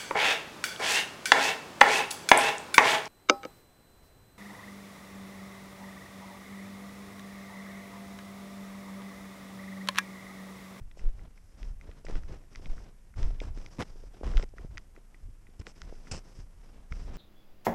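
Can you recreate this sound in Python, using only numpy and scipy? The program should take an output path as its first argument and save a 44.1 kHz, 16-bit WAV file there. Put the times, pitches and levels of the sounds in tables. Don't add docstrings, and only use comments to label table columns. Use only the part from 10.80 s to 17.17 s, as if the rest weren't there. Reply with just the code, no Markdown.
import sys
import numpy as np
from scipy import signal
from scipy.fft import rfft, irfft, next_fast_len
from scipy.io import wavfile
from scipy.ndimage import uniform_filter1d

SR = 44100
rng = np.random.default_rng(int(sys.argv[2]) if len(sys.argv) > 2 else 0)


def put_to_file(sound):
    columns = np.atleast_2d(sound).T
    safe = np.clip(columns, -1, 1)
    whole_steps = np.round(safe * 32767)
    wavfile.write(sys.argv[1], SR, whole_steps.astype(np.int16))


N = 280917
TIME = np.arange(N) / SR


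def from_db(db):
    return 10 ** (np.asarray(db) / 20)


def unit_power(x):
    return x / np.sqrt(np.mean(x ** 2) + 1e-20)


def drift(rate):
    hz = np.arange(N // 2 + 1) * SR / N
    return unit_power(irfft(rfft(rng.standard_normal(N)) / (1 + (hz / rate) ** 4), N))


def colour(x, tone):
    size = 2 * next_fast_len(N // 2 + SR // 4)
    hz, db = np.transpose(tone)
    grid_hz = np.maximum(np.arange(size // 2 + 1) * SR / size, 1)
    octaves_outside = np.maximum(np.log2(hz[0] / grid_hz), 0) + np.maximum(np.log2(grid_hz / hz[-1]), 0)
    curve_db = np.interp(np.log(grid_hz), np.log(hz), db) - 18 * octaves_outside
    cepstrum = irfft(np.log(from_db(curve_db)))
    cepstrum[1:size // 2] *= 2
    cepstrum[size // 2 + 1:] = 0
    return unit_power(irfft(rfft(x, size) * np.exp(rfft(cepstrum)))[:N])


def grains(per_s, spread_db):
    sizes = from_db(spread_db * np.minimum(rng.exponential(1, N), 4))
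    return (rng.random(N) < per_s / SR) * sizes * rng.choice([-1, 1], N)


def steady(x, seconds):
    outline = np.abs(signal.hilbert(x, next_fast_len(N))[:N])
    power = uniform_filter1d(outline ** 2, max(int(seconds * SR), 1))
    return unit_power(x / np.sqrt(np.maximum(power, 0) + power.mean() / 20))


def ring(hz, ring_s, attack_s):
    t = TIME[:SR // 20]
    return np.sin(2 * np.pi * hz * t) * from_db(-60 * t / ring_s) * (1 - np.exp(-t / attack_s))


def add(track, start_s, sound):
    start = max(round(start_s * SR), 0)
    track[start:start + len(sound)] += sound[:N - start]


def swells(starts, lengths, levels_db, attack_s, release_s, sag_db_per_s, rest_db):
    power = np.full(N, from_db(rest_db) ** 2)
    for start, length, db in zip(starts, lengths, levels_db):
        t = TIME[:int((length + 6 * release_s) * SR)]
        shape = np.minimum(t / attack_s, 1) * np.exp(-np.maximum(t - length, 0) / release_s)
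        add(power, start, (shape * from_db(db - sag_db_per_s * t)) ** 2)
    return np.sqrt(power)


# start in seconds, length in seconds, level in dB.
CAMERA_SWINGS = [(0.0, 0.013, -33.5), (0.172, 0.26, -41), (0.799, 0.13, -35), (1.02, 0.094, -49.5),
                 (1.241, 0.28, -36.5), (1.746, 0.27, -41.5), (2.356, 0.16, -28), (2.569, 0.23, -34.5),
                 (3.072, 0.21, -43), (3.42, 0.18, -30), (3.77, 0.18, -41), (4.41, 0.064, -40),
                 (5.003, 0.19, -42), (5.292, 0.037, -36.5), (5.562, 0.048, -40), (5.744, 0.38, -51),
                 (6.104, 0.038, -32.5), (6.177, 0.25, -37.5)]
# frequency in Hz, relative level in dB.
RUMBLE_TONE = [(12, -9.5), (20, -2.5), (28, -1.5), (40, -10.5), (60, -17.5), (90, -21.5), (140, -35)]
# time of the peak in seconds, peak level in dB, swing frequency in Hz.
PAW_JOLTS = [(0.273, -15.5, 17.9), (1.092, -36, 58), (1.355, -18.5, 19.7), (1.914, -21.5, 16.4),
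             (2.448, -21, 12.2), (3.572, -12, 27), (5.33, -32, 54), (6.125, -28.5, 46)]


def camera_sway():
    swing = swells(*np.transpose(CAMERA_SWINGS),
                   attack_s=0.031, release_s=0.059, sag_db_per_s=6, rest_db=-52)
    rumble = swing * steady(colour(rng.standard_normal(N), RUMBLE_TONE), seconds=0.047)
    for peak_s, db, hz in PAW_JOLTS:
        phase = np.pi * hz * (TIME - peak_s)
        rumble += from_db(db) * (1 - 2 * phase ** 2) * np.exp(-phase ** 2)
    return rumble


# frequency in Hz, relative level in dB.
AIR_TONE = [(100, 2), (500, -19), (1000, -20), (2100, -22), (4000, -31.5), (5400, -26), (8000, -25),
            (12500, -29), (14000, -48)]


def open_air():
    return from_db(-67.5) * colour(rng.standard_normal(N), AIR_TONE)


# start in seconds, level near 2 kHz in dB, then how many dB
MOUNT_TICKS = [(0.1132, -49, -11, -5.5, -18), (0.1936, -43.5, -14, -22, -11), (0.393, -51.5, -3, -24, -20),
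               (0.5764, -50, -12, -22, -22), (0.8299, -42.5, -11, -4.5, -6),
               (1.0116, -42.5, -11.5, -24, -15), (1.1138, -49.5, -7, -6, -15), (1.2666, -38, -8, -16, -15),
               (1.285, -42.5, -16, -8, -10), (1.3546, -42.5, 1.5, -7, -8.5), (1.4346, -49, -1, -20, -6),
               (1.7504, -40.5, -16, -20, -19), (1.758, -38, -4.5, -8.5, -0.5),
               (1.8578, -40, -12, -7.5, -16), (1.9799, -52.5, 5, -19, -15), (2.34, -55.5, 5, -22, -15),
               (2.4299, -40, -4, -1, 0), (2.6023, -32, -24, -3.5, -12), (2.775, -50, 3, -5, 1),
               (2.8618, -35.5, -16, -9, -8.5), (3.016, -34.5, -7, -17, -7), (3.0228, -36, 0, 4.5, -2),
               (3.537, -50, 9, -11, -2), (3.571, -30.5, -12, 0.5, -5.5), (3.5777, -42.5, 8, 8.5, -5),
               (3.5967, -42.5, 6.5, 1, -7), (3.6262, -32, -26, -11, -6), (3.783, -42, 0, -29, -12),
               (3.9727, -32.5, -14, -18, -18), (3.9795, -33, -2.5, -8, -3), (4.1632, -48.5, -4.5, -22, -15),
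               (4.3448, -44.5, -21, -30, -30), (4.6685, -50, -19, -18, -36), (4.8123, -50, -5, -7, -13),
               (4.8676, -36, -2.5, -5.5, -6.5), (5.0177, -43, 6, 2.5, 5.5), (5.271, -47.5, -2, -23, -20),
               (6.1232, -35, -1.5, -14, -12)]
# pitch in Hz, relative level in dB, usual ring time in seconds.
MOUNT_NOTES = [(1380, 3.5, .010), (2030, 1, .015), (2430, -0.5, 0.0092), (3220, 4.5, 0.0053),
               (3900, 3, 0.0049), (4920, -3, 0.013), (6000, 2, 0.0041)]


def mount_ticks():
    track = np.zeros(N)
    regions_hz = [1370, 2200, 3300, 5200]
    chances = rng.standard_normal((len(MOUNT_TICKS), len(MOUNT_NOTES), 2))
    for (start, db, body_db, snap_db, treble_db), chance in zip(MOUNT_TICKS, chances):
        ring_stretch = from_db(-0.25 * np.clip(treble_db + 13, -12, 12))
        for k, ((hz, note_db, ring_s), (detune, random_db)) in enumerate(zip(MOUNT_NOTES, chance)):
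            contact_db = np.interp(hz, regions_hz, [body_db, 0, snap_db, treble_db])
            gain = from_db(db + note_db + contact_db + random_db)
            note = ring(hz * (1 + 0.027 * detune), ring_s * ring_stretch, attack_s=0.00007)
            add(track, start, gain * (-1) ** k * note)
    return signal.sosfilt(signal.butter(4, (700, 8500), "band", fs=SR, output="sos"), track)


# start in seconds, peak level in dB, pitch in Hz.
CASE_KNOCKS = [(0.1726, -42.5, 510), (0.241, -43, 405), (0.831, -47, 327), (1.055, -45.5, 324),
               (1.092, -40, 423), (1.248, -37.5, 460), (1.285, -35.5, 560), (1.2989, -33.5, 394),
               (1.3544, -34.5, 396), (1.495, -37, 148), (1.5306, -41, 296), (1.7967, -43, 358),
               (1.861, -38.5, 139), (2.6164, -29.5, 460), (2.7741, -37.5, 276), (2.9889, -25.5, 223),
               (3.0146, -25.5, 418), (3.158, -44.5, 372), (3.2376, -41, 418), (3.4116, -32.5, 373),
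               (3.4337, -27.5, 560), (3.4688, -32, 280), (3.5448, -36, 435), (3.5955, -30.5, 460),
               (3.634, -30.5, 416), (3.7381, -42.5, 438), (3.7953, -43, 333), (3.845, -34.5, 124),
               (3.8475, -37.5, 342), (4.1768, -43.5, 387), (4.485, -49, 234), (4.689, -49.5, 304),
               (4.797, -31, 79), (4.7977, -42, 328), (4.8105, -41, 227), (4.8729, -38.5, 445),
               (5.1254, -35, 430), (5.3389, -35, 500), (5.588, -38, 120), (6.116, -34.5, 122),
               (6.129, -45, 410)]


def case_knocks():
    track = np.zeros(N)
    for (start, db, hz), sign in zip(CASE_KNOCKS, rng.choice([-1, 1], len(CASE_KNOCKS))):
        bump = ring(hz, ring_s=3.38 / hz, attack_s=0.46 / hz)
        add(track, start, sign * from_db(db) * bump / bump.max())
    return track


# start in seconds, length in seconds, level in dB, brightness in dB.
FUR_STROKES = [(0.174, 0.047, -57.5, -2), (0.23, 0.049, -55.5, -8), (0.315, 0.12, -65.5, -2),
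               (0.389, 0.069, -56.5, -13), (0.545, 0.2, -79.5, 16), (0.72, 0.044, -69, -8),
               (0.768, 0.13, -60, 3), (1.001, 0.19, -59.5, -3), (1.259, 0.12, -52, -1.5),
               (1.408, 0.063, -61, 0), (1.474, 0.082, -51, -3), (1.584, 0.053, -64.5, -2),
               (1.699, 0.095, -61.5, 4.5), (1.809, .23, -55.5, 2), (2.042, 0.053, -58, -11),
               (2.356, 0.12, -48.5, -0.5), (2.48, 0.1, -58.5, -4), (2.613, 0.067, -51.5, -4),
               (2.736, 0.13, -55.5, 3.5), (2.897, 0.067, -58.5, 7.5), (3.029, .09, -58.5, 3.5),
               (3.144, 0.13, -62.5, 5.5), (3.327, 0.12, -61, 0), (3.424, .18, -50.5, -3),
               (3.757, 0.093, -57, -2.5), (3.897, 0.08, -60, -3), (4.0, 0.019, -66, 3),
               (4.137, 0.046, -64.5, -13), (4.27, 0.17, -69, 1), (4.52, 0.029, -85, -15),
               (4.683, 0.17, -69, -12), (4.852, 0.023, -55.5, 3), (4.945, 0.092, -61, 6),
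               (5.024, 0.07, -56.5, -1), (5.098, 0.31, -62, 4.5), (5.258, 0.13, -55, 1.5),
               (5.431, 0.095, -59, 4), (5.539, 0.068, -59.5, 8), (5.65, .06, -70, -8),
               (5.758, 0.16, -65, 1.5), (5.904, 0.14, -60.5, -6), (6.097, 0.18, -55.5, 4),
               (6.252, 0.23, -50.5, -12)]
# frequency in Hz, relative level in dB.
SCUFF_TONE = [(45, -14.5), (80, -6), (150, 2), (250, -2.5), (450, -6.5), (750, -11), (1100, -20),
              (2000, -36.5)]
RUSTLE_TONE = [(550, -15), (950, 1.5), (1500, 0.5), (2150, -2.5), (3200, -6), (4200, -9), (6000, -35)]
HISS_TONE = [(3600, -33), (4500, -1.5), (5100, 4.5), (6000, 2), (6800, -6), (7900, -6), (9200, -13),
             (12500, -24.5), (14000, -27)]
CRYSTAL_TONE = [(900, -12.5), (1900, -4), (2750, 7), (3800, -7), (5300, 10.5), (6600, 0.5), (7700, 3.5),
                (8900, -8.5), (10000, -16), (13000, -45)]


def fur_rub():
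    starts, lengths, db, bright_db = np.transpose(FUR_STROKES)
    stroke = dict(attack_s=0.018, release_s=0.026, sag_db_per_s=3.5)
    scuff = swells(starts, lengths, db, **stroke, rest_db=-71)
    rustle = swells(starts, lengths, db - 9.5 + 0.19 * bright_db, **stroke, rest_db=-79)
    hiss = swells(starts, lengths, db - 14.5 + bright_db, **stroke, rest_db=-87.5)
    crystals = from_db(-11.5) * rustle
    pressure = drift(rate=52)
    scuff_grains = colour(grains(per_s=2500, spread_db=4), SCUFF_TONE)
    scuff *= from_db(2 * pressure) * steady(scuff_grains, seconds=0.021)
    rustle *= from_db(2.55 * pressure) * colour(grains(per_s=9000, spread_db=2), RUSTLE_TONE)
    hiss *= from_db(2 * pressure) * colour(grains(per_s=16000, spread_db=0.5), HISS_TONE)
    crystals *= colour(grains(per_s=100, spread_db=-1), CRYSTAL_TONE)
    return scuff + rustle + hiss + crystals


# time of the peak in seconds, rise in seconds, fall in seconds,
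# level of the jerks in dB, level of the fine grit in dB.
SNOW_CRUNCHES = [(0.185, 0.018, 0.026, -66, -64), (1.254, 0.0058, 0.007, -60, -55.5),
                 (1.297, 0.015, 0.037, -46.5, -68), (1.358, 0.0043, 0.027, -51, -69),
                 (2.42, 0.033, 0.054, -51, -66), (2.616, 0.0096, 0.055, -48.5, -63),
                 (2.989, 0.005, 0.015, -36.5, -71), (3.003, 0.0042, 0.012, -33, -61),
                 (3.012, 0.0049, 0.025, -35.5, -53), (3.44, 0.0088, 0.048, -45, -68),
                 (3.495, 0.032, .04, -47, -67), (3.578, 0.0043, 0.065, -49.5, -59),
                 (3.636, 0.011, 0.008, -44.5, -63), (3.691, .004, 0.0072, -77, -68),
                 (4.801, 0.0081, 0.0056, -57, -57), (4.816, 0.0021, 0.007, -52, -68),
                 (4.874, 0.0094, 0.05, -57, -60), (5.316, 0.0044, 0.01, -41.5, -38),
                 (5.334, 0.019, 0.061, -43.5, -48.5), (5.594, 0.0087, 0.0067, -58, -66),
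                 (6.355, 0.022, .02, -50.5, -61)]
# frequency in Hz, relative level in dB.
JERK_TONE = [(50, -1.5), (140, 7), (400, -3.5), (680, -9), (950, -7.5), (1800, -13.5), (2800, -18.5),
             (4100, -25), (5400, -25.5), (9500, -35.5), (13000, -46)]


def snow_crunches():
    jerk_gain, grit_gain = np.zeros((2, N))
    for peak_s, rise_s, fall_s, jerk_db, grit_db in SNOW_CRUNCHES:
        load = np.interp(TIME - peak_s, [-rise_s, 0, fall_s], [0, 1, 0]) ** 0.38
        jerk_gain += from_db(jerk_db) * load
        grit_gain += from_db(grit_db) * load
    clumps = from_db(3.3 * drift(rate=200))
    jerks = colour(clumps * grains(per_s=1500, spread_db=2), JERK_TONE)
    grit = colour(clumps * grains(per_s=12000, spread_db=-1), CRYSTAL_TONE)
    return jerk_gain * steady(jerks, seconds=0.022) + grit_gain * steady(grit, seconds=0.0068)


def scene():
    return (open_air() + camera_sway() + fur_rub() + snow_crunches() + mount_ticks() + case_knocks())[None]


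def record(dry):
    cutoff_hz = 13600
    return signal.sosfilt(signal.ellip(10, 0.2, 80, cutoff_hz, fs=SR, output="sos"), dry)


dry = scene()
out = record(dry)
put_to_file(out)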